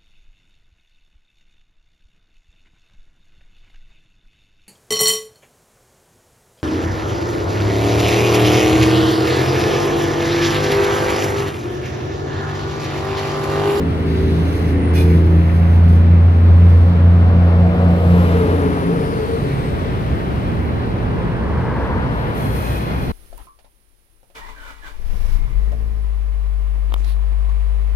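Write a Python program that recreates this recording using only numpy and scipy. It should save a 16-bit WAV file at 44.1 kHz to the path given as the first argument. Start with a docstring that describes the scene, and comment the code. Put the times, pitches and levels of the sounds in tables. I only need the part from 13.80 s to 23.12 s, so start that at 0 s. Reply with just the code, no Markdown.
"""A long freight train rolls by an open lot: wagons rumble, wheels roar on the rails, loose gear clanks,
and the flanges (the wheels' guiding rims) scrape, knock and squeal against the rail.
On the road behind the listener a six-cylinder truck drives from right to left, exhaust booming,
tyres humming, turbo whistling down. A quiet car follows, mostly tyre roar.
Two spaced microphones hear each source with its own small delay, which gives it a direction."""
import sys
import numpy as np
from scipy import signal
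from scipy.fft import rfft, irfft, next_fast_len
from scipy.io import wavfile
from scipy.ndimage import uniform_filter1d, map_coordinates

SR = 44100
rng = np.random.default_rng(int(sys.argv[2]) if len(sys.argv) > 2 else 0)


def wrap_up_sound(samples):
    """Save the sound to the file named by the first command line argument, as 16-bit audio."""
    columns = np.atleast_2d(samples).T
    # keep every value between -1 and 1, then stretch to whole-number steps
    tamed = np.clip(columns, -1, 1)
    steps = np.round(tamed * 32767).astype(np.int16)
    wavfile.write(sys.argv[1], SR, steps)


N = 411012
T = np.arange(N) / SR
FREQS = np.maximum(np.arange(N // 2 + 1) * SR / N, 1)
FFT_SIZE = next_fast_len(N, True)
FFT_FREQS = np.arange(FFT_SIZE // 2 + 1) * SR / FFT_SIZE


def gain(db):
    """Turn decibels into a multiplier."""
    return 10 ** (np.asarray(db) / 20)


def unit(x):
    """Scale a signal to an average (rms) level of 1."""
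    return x / np.sqrt(np.mean(x ** 2))


def curves(table):
    """Join a table's points in time, giving one curve per column."""
    times, *columns = np.transpose(table)
    return [np.interp(T, times, column) for column in columns]


def colour(points):
    """Gain at each frequency, from rows of f/Hz, level/dB."""
    hz, db = np.transpose(points)
    return gain(np.interp(np.log(FREQS), np.log(hz), db))


def resonance(hz, width):
    """Gain at each frequency of something that rings at one pitch."""
    return 1 / (1 + ((FREQS ** 2 - hz ** 2) / (FREQS * width)) ** 2)


def ringing(modes):
    """Gain at each frequency of metal that rings at several pitches."""
    return sum(gain(db) * resonance(hz, width) for hz, width, db in modes)


def noise(shape):
    """Noise of level 1, shaped by a gain at each frequency."""
    white = rfft(rng.standard_normal(FFT_SIZE))
    return unit(irfft(white * np.interp(FFT_FREQS, FREQS, shape), FFT_SIZE)[:N])


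def wander(per_s):
    """A smooth random wobble of size about 1, with per_s new values a second."""
    hold = int(SR / per_s)
    steps = np.repeat(rng.standard_normal(N // hold + 1), hold)
    return unit(uniform_filter1d(uniform_filter1d(steps, hold), hold)[:N])


def noisy_tone(hz, width_hz):
    """A band of noise that follows a moving pitch."""
    phase = 2 * np.pi * np.cumsum(hz) / SR
    return unit(wander(width_hz) * np.cos(phase) + wander(width_hz) * np.sin(phase))


def bump(at_s, half_s):
    """A bell curve of height 1 around a moment."""
    return np.exp(-((T - at_s) / half_s) ** 2)


def swell(peak_s, db, rise, fall):
    """Gain that climbs to a peak and dies away; rise and fall are in dB per second."""
    return gain(db - rise * np.maximum(peak_s - T, 0) - fall * np.maximum(T - peak_s, 0))


def blows(table, decay_s):
    """Gain that jumps at each blow and dies away."""
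    return sum(gain(db) * (T >= at_s) * np.exp(-np.abs(T - at_s) / decay_s) for at_s, db in table)


def place(x, lag_ms, shade=0.5):
    """The far microphone hears later and, with more shade, softer. Positive lag is to the right."""
    half_lag = lag_ms * SR / 2000
    return np.array([map_coordinates(x, [np.arange(N) - side * half_lag], order=2, mode="mirror")
                     * gain(-side * shade * lag_ms) for side in (1, -1)])


def bearing(closest_s, span_s):
    """Direction of a passing vehicle: -1 coming, 0 alongside, 1 going. A short span is a quick pass."""
    along = (T - closest_s) / span_s
    return along / np.hypot(1, along)


def pass_db(closest_s, span_s, behind_db=1.3, ground_loss_db=0.22):
    """Tyres fade with distance and over the ground, and are louder going than coming."""
    along = (T - closest_s) / span_s
    loss_db = 20 * np.log10(np.hypot(1, along)) + ground_loss_db * along ** 2
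    return behind_db * bearing(closest_s, span_s) - loss_db


# Tone colour of the car's tyre roar: f/Hz, level/dB
CAR_ROAR = [(100, -13.5), (300, -5), (500, 2.5), (700, -4), (1000, 0), (1300, -6.5), (1700, -7),
            (2500, -23.5), (4000, -39.5), (8000, -53), (15000, -78.5)]
# Notes of its tailpipe hum: f/Hz, relative level/dB
CAR_NOTES = [(60.5, -28.5), (121, -30)]
def car(closest_s=8.0, span_s=0.52, tyre_db=-27, hum_db=-2.0):
    """A quiet car sweeps to the left: tyres roar, air rings in their grooves, the tailpipe hums."""
    direction = bearing(closest_s, span_s)
    tyres = noise(colour(CAR_ROAR)) * gain(tyre_db + pass_db(closest_s, span_s) + 0.38 * wander(17))
    grooves = noisy_tone(905 - 35 * direction, 150) * swell(closest_s, db=-35.5, rise=32, fall=18)
    wavering_time = T + np.cumsum(0.00804 * wander(6)) / SR
    hum = sum(gain(db + hum_db + 1.6 * wander(8.7)) * np.sin(2 * np.pi * hz * wavering_time)
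              for hz, db in CAR_NOTES)
    fade_in = np.clip((T - 7.1) / 0.68, 0, 1)
    return place(tyres + grooves + np.sqrt(2) * hum * fade_in, -0.07 - 0.33 * direction, shade=6)


# Hiss behind the truck: t/s, f/Hz, level/dB
WAKE_HISS = [(5.1, 5600, -79), (5.22, 5100, -54), (5.5, 4300, -51), (5.9, 3800, -54), (6.35, 2950, -51),
             (6.8, 2650, -51), (7.1, 2600, -70)]
def wake(width_hz=1300):
    """A sinking band of hiss follows the departing truck, scattered to both microphones."""
    hz, db = curves(WAKE_HISS)
    return gain(db) * np.array([noisy_tone(hz, width_hz) for _ in range(2)])


# Tone colour of the turbo's air hiss: f/Hz, level/dB
TURBO_AIR = [(1000, -11), (2300, -0.5), (3500, -3), (4700, -3), (6000, -7), (8000, -9), (11000, -14),
             (15000, -16)]
# The turbo slowing: t/s, whistle f/Hz, whistle level/dB, relative hiss level/dB
TURBO_SPIN = [(2.5, 12600, -87.5, -77.5), (3.6, 12270, -77, -69), (4.1, 11850, -68, -56.5),
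              (4.42, 11450, -57, -47.5), (5.05, 10420, -59, -50.5), (5.55, 8930, -62, -49.5),
              (5.87, 8250, -59, -54), (6.4, 7200, -82, -56.5), (7.8, 7000, -100, -64)]
def turbo(lag_ms, lower_db=-1.5, shade=4):
    """The turbo spins down: a falling whistle, a lower one that fades early, and hissing air."""
    hz, whistle_db, air_db = curves(TURBO_SPIN)
    lower_gain = gain(lower_db) * np.clip((4.9 - T) / .6, 0, 1)
    whistle_gain = gain(whistle_db + wander(20))
    channels = []
    for side in (1, -1):  # treble scatters off truck and road, so each microphone gets its own
        air = noise(colour(TURBO_AIR)) * gain(air_db + 2)
        whistle = noisy_tone(hz, 780) + lower_gain * noisy_tone(hz * 2 / 3, 350)
        channels.append((air + whistle_gain * whistle) * gain(-side * shade * lag_ms))
    return np.array(channels)


def slides(notes, db, waver, rough):
    """Short gliding notes with trembling pitch and rough loudness."""
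    out = np.zeros(N)
    wobble, grain = 1 + waver * wander(110), 1 + rough * wander(130)
    for start_s, length_s, start_hz, end_hz, note_db in notes:
        span = slice(int(start_s * SR), int((start_s + length_s) * SR))
        progress = np.linspace(0, 1, len(T[span]))
        hz = (start_hz + (end_hz - start_hz) * progress) * wobble[span]
        phase = 2 * np.pi * np.cumsum(hz) / SR + rng.uniform(0, 2 * np.pi)
        arch = np.sqrt(2 * np.abs(np.sin(np.pi * progress)))
        out[span] += gain(db + note_db) * arch * grain[span] * np.sin(phase)
    return out


# Notes from tread blocks of unequal length: multiple of the main pitch, relative level/dB
TREAD_CHORD = [(.885, 1.5), (1.02, 0.5), (1.195, 0), (1.34, -2.5), (1.5, -11)]
# Tyre moans and lower grunts: start t/s, length/s, start f/Hz, end f/Hz, relative level/dB
TYRE_MOANS = [(4.27, .2, 480, 430, -28), (4.53, .145, 475, 425, -18), (4.68, .085, 428, 472, -21),
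              (4.78, .11, 472, 400, -20), (4.89, .1, 405, 445, -29), (5.08, .1, 428, 480, -21.5),
              (5.16, .12, 465, 430, -22.5), (5.27, .08, 445, 470, -26), (5.35, .13, 455, 405, -22),
              (5.48, .11, 462, 452, -20.5), (5.61, .09, 435, 425, -31)]
TYRE_GRUNTS = [(4.4, .11, 300, 285, -25), (4.61, .08, 288, 285, -24), (4.72, .08, 285, 295, -27),
               (4.83, .07, 265, 275, -23), (5.05, .06, 280, 285, -23), (5.2, .07, 275, 285, -27),
               (5.62, .09, 285, 285, -29)]
def tread(closest_s, centre_hz=494.3, swing_hz=55):
    """Tread blocks slap the road: a rough chord drops as the truck passes, then whines and moans."""
    hz = centre_hz - swing_hz * bearing(closest_s, span_s=.3)
    chord = sum(gain(db) * noisy_tone(hz * multiple * (1 + .014 * wander(20)), 55)
                for multiple, db in TREAD_CHORD)
    hum = unit(chord) * swell(4.0, db=-25, rise=13, fall=8)
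    whine = noisy_tone(hz * .92, 120) * swell(closest_s, db=-29, rise=28, fall=3)
    moans = slides(TYRE_MOANS, db=-1, waver=.016, rough=.35)
    grunts = slides(TYRE_GRUNTS, db=-2, waver=.025, rough=.45)
    return hum + whine + moans + grunts


# The engine pulls, then eases off: t/s, engine cycle f/Hz, boom level/dB, octave level/dB
ENGINE_RUN = [(0, 27, -21.5, -28), (.6, 27.5, -17.5, -23), (1.05, 27.8, -16.5, -29), (1.25, 28, -11, -18),
              (1.8, 28.35, -12.5, -20), (2.05, 28.55, -7.5, -21), (2.85, 28.9, -6.5, -21.5),
              (3.5, 29.05, -10.5, -20.5), (4.05, 29.35, -12, -17), (4.4, 29.1, -12.5, -15),
              (4.75, 29.1, -17, -27.5), (5.15, 28.5, -35, -21.5), (5.45, 25.6, -33, -36.5),
              (5.75, 23, -35, -22.5), (6.1, 20.8, -38, -37)]
# Brief dips in the boom: t/s, half length/s, boom drop/dB, octave drop/dB
BOOM_DIPS = [(0.784, .05, 4.5, 6), (1.064, 0.038, 2, 19), (2.553, 0.1, 3.5, 11.5), (3, 0.062, 0.5, 13),
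             (3.15, 0.066, 3.5, -2), (3.953, 0.055, 9, -0.5), (4.2, 0.05, 4, 4.5), (4.643, 0.055, 8, 0.5)]
# Rasp notes, relative to rasp_db: multiple of the cycle rate, approaching level/dB,
# alongside level/dB, swell t/s, swell half length/s, swell rise/dB
RASP_NOTES = [(4, -7, -10, .8, .5, 7), (5, -12, 0, 1.2, .5, 7), (8, -2, -1, .4, .2, 5),
              (9, -9, -6, 1.25, .25, 12), (10, 2.5, -11, 1, .25, 4.5), (11, -3, -10, 1.65, .27, 13),
              (12, -3.5, -15, 1.45, .18, 7), (13, -9, -15, 1.3, .42, 13), (14, -6, -12, .4, .35, 9),
              (15, -14, -26.5, 1.05, .35, 9), (16, -4, -19, 1.3, .18, 6.5), (17, -16, -15, 1.1, .5, 4),
              (18, -14, -25, 1.1, .5, 6), (19, -15.5, -18, 1.85, .35, 8), (20, -25, -18, 2.25, .25, 8),
              (25, -21, -17.5, 1.85, .35, 7)]
def exhaust(rasp_db=-31, throttle_off_s=5, fall_db_per_s=23, throb_hz=3.97, throb_db=3):
    """Six firings a cycle pair up into a deep boom; unequal cylinders add a rasp of other notes."""
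    cycle_hz, boom_db, octave_db = curves(ENGINE_RUN)
    for at_s, half_s, boom_drop, octave_drop in BOOM_DIPS:
        boom_db -= boom_drop * bump(at_s, half_s)
        octave_db -= octave_drop * bump(at_s, half_s)
    boom_db += 0.9 * wander(14)
    octave_db += throb_db * np.cos(2 * np.pi * throb_hz * (T - 4.35))
    phase = 2 * np.pi * np.cumsum(cycle_hz * (1 + 0.00449 * wander(30))) / SR
    sound = gain(boom_db) * np.sin(3 * phase) + gain(octave_db) * np.sin(6 * phase)
    alongside = np.clip((T - 1.32) / 0.55, 0, 1)
    throttle_db = rasp_db - fall_db_per_s * np.maximum(T - throttle_off_s, 0)
    for multiple, front_db, side_db, peak_s, half_s, rise_db in RASP_NOTES:
        db = throttle_db + front_db + (side_db - front_db) * alongside
        db += rise_db * bump(peak_s, half_s) + 0.7 * wander(3)
        roughness = 1 + 0.27 * wander(13)
        sound += gain(db) * roughness * np.sin(multiple * phase + rng.uniform(0, 2 * np.pi))
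    fade_out = np.clip((6.2 - T) / 0.22, 0, 1)
    return np.sqrt(2) * sound * fade_out


# Tone colour of the truck's tyre roar: f/Hz, level/dB
TRUCK_ROAR = [(100, -20.5), (250, -3.5), (450, 0.5), (650, -6.5), (850, -6), (1200, -6), (1700, -14.5),
              (2600, -23.5), (4000, -30.5), (8000, -54), (15000, -74)]
def truck(closest_s=4.5, span_s=0.73, tyre_db=-26):
    """Tyres, exhaust and turbo travel together from right to left."""
    lag_ms = -0.28 - 0.13 * bearing(closest_s, span_s)
    roar = noise(colour(TRUCK_ROAR)) * gain(tyre_db + pass_db(closest_s, span_s) + wander(18))
    drone = noise(resonance(276, 55)) * swell(4.88, db=-24, rise=20, fall=16)
    rush = noise(resonance(2500, 1400)) * swell(closest_s, db=-43, rise=16, fall=32)
    whistle = turbo(lag_ms)
    tyres = roar + tread(closest_s) + drone + rush
    return place(tyres, lag_ms, shade=5) + place(exhaust(), lag_ms, shade=1) + whistle


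# Ringing of the steel frames that hold the train's wheels: f/Hz, width/Hz, level/dB
FRAME_MODES = [(1510, 160, 0), (1830, 220, -1), (2056, 160, -1), (2246, 140, -4), (2650, 300, -6)]
# Clanks under the wagons: t/s, level/dB
GEAR_CLANKS = [(1.154, -35), (1.298, -39), (1.322, -39), (3.16, -44), (5.65, -41), (5.70, -43),
               (5.845, -41), (6.4, -43), (6.535, -42), (6.825, -41), (6.884, -41), (7.471, -43)]
# Wheels grinding along the rail: t/s, half length/s, level/dB
WHEEL_GRINDS = [(.35, .2, -46.5), (0.978, 0.38, -42), (1.7, 0.24, -45), (2.3, .15, -50), (2.9, .12, -51.5),
                (5.75, .15, -47.5), (6.15, .25, -49), (6.84, .07, -46)]
def clatter(rattles_per_s=7, rattle_db=-50, rattle_decay_s=0.041, scatter_db=-2.5):
    """The wheel frames ring as loose gear rattles and clanks and grinding wheels shake them."""
    hits = (rng.random(N) < rattles_per_s / SR) * gain(rattle_db + 1.5 * rng.standard_normal(N))
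    rattle = signal.lfilter([1], [1, -np.exp(-1 / (rattle_decay_s * SR))], hits)  # each hit dies away
    clank = blows(GEAR_CLANKS, decay_s=0.034)
    grind = sum(gain(db) * bump(at_s, half_s) for at_s, half_s, db in WHEEL_GRINDS)
    grind *= gain(3 * wander(250) + wander(16))  # fast grit, slower surges
    loudness = np.sqrt(rattle ** 2 + clank ** 2 + grind ** 2)
    direct, *scattered = (noise(ringing(FRAME_MODES)) * loudness for _ in range(3))
    return place(direct, lag_ms=0.45) + gain(scatter_db) * np.array(scattered)


# Ringing of the first wheel, knocked or scraped: f/Hz, width/Hz, level/dB
FIRST_WHEEL = [(2430, 71, 5), (2905, 110, -1), (3460, 99, 1), (3950, 200, -8.5), (4200, 200, -7.5),
               (5050, 110, -6.5), (5900, 250, -11.5), (9300, 350, -15), (10000, 300, -10),
               (11000, 250, -17.5), (11850, 250, -17.5), (12700, 250, -17), (13800, 250, -19),
               (14700, 250, -17.5)]
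# Its flange hitting the rail: t/s, level/dB
FLANGE_KNOCKS = [(1.139, -43), (1.154, -38.5), (1.178, -39), (1.205, -46.5), (2.04, -51), (2.892, -50.5)]
def knocks(tail_s=0.036, crack_db=-10):
    """Each knock cracks and rings the wheel; echoes off the wagons smear it into a short tail."""
    crack = noise(resonance(6000, 9000)) * gain(crack_db)
    ring = noise(ringing(FIRST_WHEEL))
    return place((ring + crack) * blows(FLANGE_KNOCKS, tail_s), lag_ms=0.36)


def contact(start_s, length_s, attack_s=.035, release_s=0.044):
    """Gain of a flange that bites quickly, holds, and lets go."""
    bite = np.clip((T - start_s) / attack_s, 0, 1)
    return bite * np.exp(-np.maximum(T - start_s - length_s, 0) / release_s)


# Thin or rough squeals: start t/s, length/s, f/Hz, width/Hz, level/dB
WHEEL_SQUEALS = [(.245, .32, 3900, 1000, -49), (.245, .22, 4700, 700, -53.5), (.62, .24, 4100, 900, -53.5),
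                 (.26, .62, 6250, 600, -61), (.85, .15, 9120, 120, -66), (.99, .1, 9090, 130, -55.5),
                 (1.135, .06, 2480, 380, -38), (1.15, .05, 3440, 350, -45), (2.02, .03, 4400, 700, -51.5),
                 (2.59, .12, 4300, 1200, -54), (2.87, .04, 4200, 1400, -53), (3.63, .09, 10590, 200, -69),
                 (6.84, .26, 4080, 300, -53), (8.36, .06, 4200, 160, -55), (8.74, .26, 2503, 260, -45.5),
                 (8.6, .1, 3335, 210, -48), (8.72, .38, 3335, 230, -52), (8.6, .5, 4200, 300, -51.5),
                 (9.2, .1, 4200, 200, -53), (9, .12, 2105, 120, -45), (9.03, .25, 2440, 220, -53)]
def squeals():
    """Now and then a wheel sticks and slips on the rail and squeals."""
    flutter_db, waver = 1.2 * wander(24), 1 + .002 * wander(18)
    sound = sum(gain(db + flutter_db) * contact(start_s, length_s) * noisy_tone(hz * waver, width)
                for start_s, length_s, hz, width, db in WHEEL_SQUEALS)
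    return place(sound, lag_ms=.35)


# Flanges rubbing the rail: which wheel, start t/s, length/s, hiss level/dB, ring level/dB
FLANGE_SCRAPES = [("first", -0.057, 0.28, -62, -67), ("first", 0.246, 0.39, -57, -54.5),
                  ("first", .63, 0.28, -52, -58), ("first", 1.125, .09, -42, -43),
                  ("first", 1.206, .17, -52.5, -50), ("first", 1.42, .55, -57, -58),
                  ("first", 2.06, .1, -53, -61), ("first", 2.5, .6, -64, -64),
                  ("first", 2.87, .1, -63, -62), ("first", 5.6, .4, -66, -61),
                  ("first", 5.65, 0.37, -65, -56), ("second", 6.1, .8, -69, -71),
                  ("second", 8.03, .25, -72, -70), ("second", 8.3, .22, -64, -63),
                  ("second", 8.53, 0.23, -51.5, -52), ("second", 8.73, 0.25, -49, -51),
                  ("second", 8.98, .4, -56.5, -53)]
def scrape(wheel, hiss_colour, modes, grit_db, scatter_db):
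    """A flange grinds on the right: a gritty hiss, and the wheel rings; trees scatter both."""
    powers = (np.outer(gain([hiss_db, ring_db]), contact(start_s, length_s)) ** 2
              for name, start_s, length_s, hiss_db, ring_db in FLANGE_SCRAPES if name == wheel)
    hiss_gain, ring_gain = np.sqrt(sum(powers))
    hiss_gain *= gain(grit_db * wander(700) + 1.1 * wander(25))
    ring_gain *= gain(1.5 * wander(22))
    direct, *scattered = (noise(colour(hiss_colour)) * hiss_gain + noise(ringing(modes)) * ring_gain
                          for _ in range(3))
    return place(direct, lag_ms=.46, shade=7) + gain(scatter_db) * np.array(scattered)


# Tone colour of the scraping hiss: f/Hz, first wheel level/dB, second wheel level/dB
SCRAPE_HISS = [(1000, -7.5, -10.5), (2000, 8, -6), (3000, 3.5, -8), (4000, 8, -6), (5800, 7, 0),
               (8000, -1.5, -2), (10500, -0.5, -0.5), (13000, -2.5, -1), (15300, -8.5, 0.5)]
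# Ringing of the second wheel: f/Hz, width/Hz, level/dB
SECOND_WHEEL = [(2078, 90, 0), (2503, 90, 2), (2972, 80, -10), (3320, 100, -3), (4183, 120, -5),
                (4590, 60, -12), (5000, 160, -12), (5950, 200, -15), (11090, 50, -17), (12700, 250, -22),
                (14730, 150, -22)]
def flanges():
    """Two wheels scrape in turn, each with its own hiss and ring."""
    hz, first_db, second_db = np.transpose(SCRAPE_HISS)
    first = scrape("first", np.c_[hz, first_db], FIRST_WHEEL, grit_db=2.0, scatter_db=-3.5)
    second = scrape("second", np.c_[hz, second_db], SECOND_WHEEL, grit_db=0.2, scatter_db=5.0)
    return first + second


# Tone colour of the rolling train: f/Hz, level/dB
ROLLING_COLOUR = [(20, -22.5), (38, -12), (50, -5.5), (66, -0.5), (120, -2.5), (170, -5), (290, -11.5),
                  (420, -14.5), (600, -18.5), (900, -22), (1250, -25.5), (2050, -31), (2650, -34.5),
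                  (3100, -35), (3650, -38.5), (4300, -41.5), (6000, -51), (10000, -59), (15000, -67.5)]
# Wagons going by: t/s, relative rumble level/dB, relative roar level/dB
WAGON_LEVELS = [(0, -1.5, -.3), (.85, -2, -0.5), (1.6, -4, 0.5), (2.3, -3, -0.5), (3.1, -4, -1),
                (4.9, -3, 0.2), (5.45, -3.5, -3), (6, -1, 0), (6.8, .7, -1.3), (7.4, 1.5, 0), (8, .5, -2.5),
                (8.6, -1, 2.5), (9, -2.5, 1.5), (9.32, 0, 0.5)]
# Rails sizzling under groups of wheels: t/s, half length/s, rise/dB
RAIL_SIZZLES = [(.5, 0.58, 6), (5.848, 0.82, 3.5), (8.9, 0.43, 5.5)]
def rolling(level_db=-19.5, flutter_db=0.77, rumble_below_hz=500, sizzle_above_hz=3200):
    """Wagons rumble, wheels roar and rails sizzle, heard from up the line, nearby and off the trees."""
    shape = colour(ROLLING_COLOUR)
    turn = np.clip((T - 3) / 3, 0, 1)  # the weight moves from straight ahead to the left
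    ahead = place(noise(shape), lag_ms=.12) * gain(-4 - 7.3 * turn)
    near = place(noise(shape), lag_ms=0.493) * gain(-3)
    echo = place(noise(shape), lag_ms=-0.4) * gain(-3 - 2.6 * (1 - turn))
    scattered = np.array([noise(shape), noise(shape)]) * gain(-6)
    spectrum = rfft(unit(ahead + near + echo + scattered), FFT_SIZE)
    # lows, middles and highs each swell on their own
    lows = 1 / (1 + (FFT_FREQS / rumble_below_hz) ** 4)
    highs = 1 - 1 / (1 + (FFT_FREQS / sizzle_above_hz) ** 4)
    rumble_db, roar_db = curves(WAGON_LEVELS)
    sizzle_db = -5 + sum(db * bump(at_s, half_s) for at_s, half_s, db in RAIL_SIZZLES)
    bands = (lows, rumble_db), (1 - lows - highs, roar_db), (highs, sizzle_db)
    return sum(irfft(spectrum * band, FFT_SIZE)[:, :N] * gain(level_db + db + flutter_db * wander(14))
               for band, db in bands)


def scene():
    """The train ahead; the truck and then the car on the road behind."""
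    train = rolling() + flanges() + squeals() + knocks() + clatter()
    return train + truck() + wake() + car()


# Tone colour of both microphones: f/Hz, level/dB
MIC_COLOUR = [(5500, 0), (6500, -1), (7400, -4), (8300, 1), (9600, 4.5), (11000, 4.5), (14000, 4.5),
              (15400, -0.5)]
# How their two openings differ: f/Hz, left minus right level/dB
MIC_BALANCE = [(250, -0.5), (1000, 0.5), (2000, 1.2), (4000, 2), (8000, 3), (12000, -0.2)]
def record(dry, top_hz=15250, fade_s=.004):
    """The microphones colour the treble; peaks are clipped and the very top is cut."""
    balance = np.sqrt(colour(MIC_BALANCE))
    mics = np.array([np.interp(FFT_FREQS, FREQS, colour(MIC_COLOUR) * side)
                     for side in (balance, 1 / balance)])
    fade = np.clip(np.minimum(T, T[-1] - T) / fade_s, 0, 1)
    heard = irfft(rfft(dry * fade, FFT_SIZE) * mics, FFT_SIZE)[:, :N]
    low_pass = signal.ellip(10, .2, 80, top_hz, fs=SR, output="sos")
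    return signal.sosfilt(low_pass, np.clip(heard, -1, 1))


dry = scene()
out = record(dry)
wrap_up_sound(out)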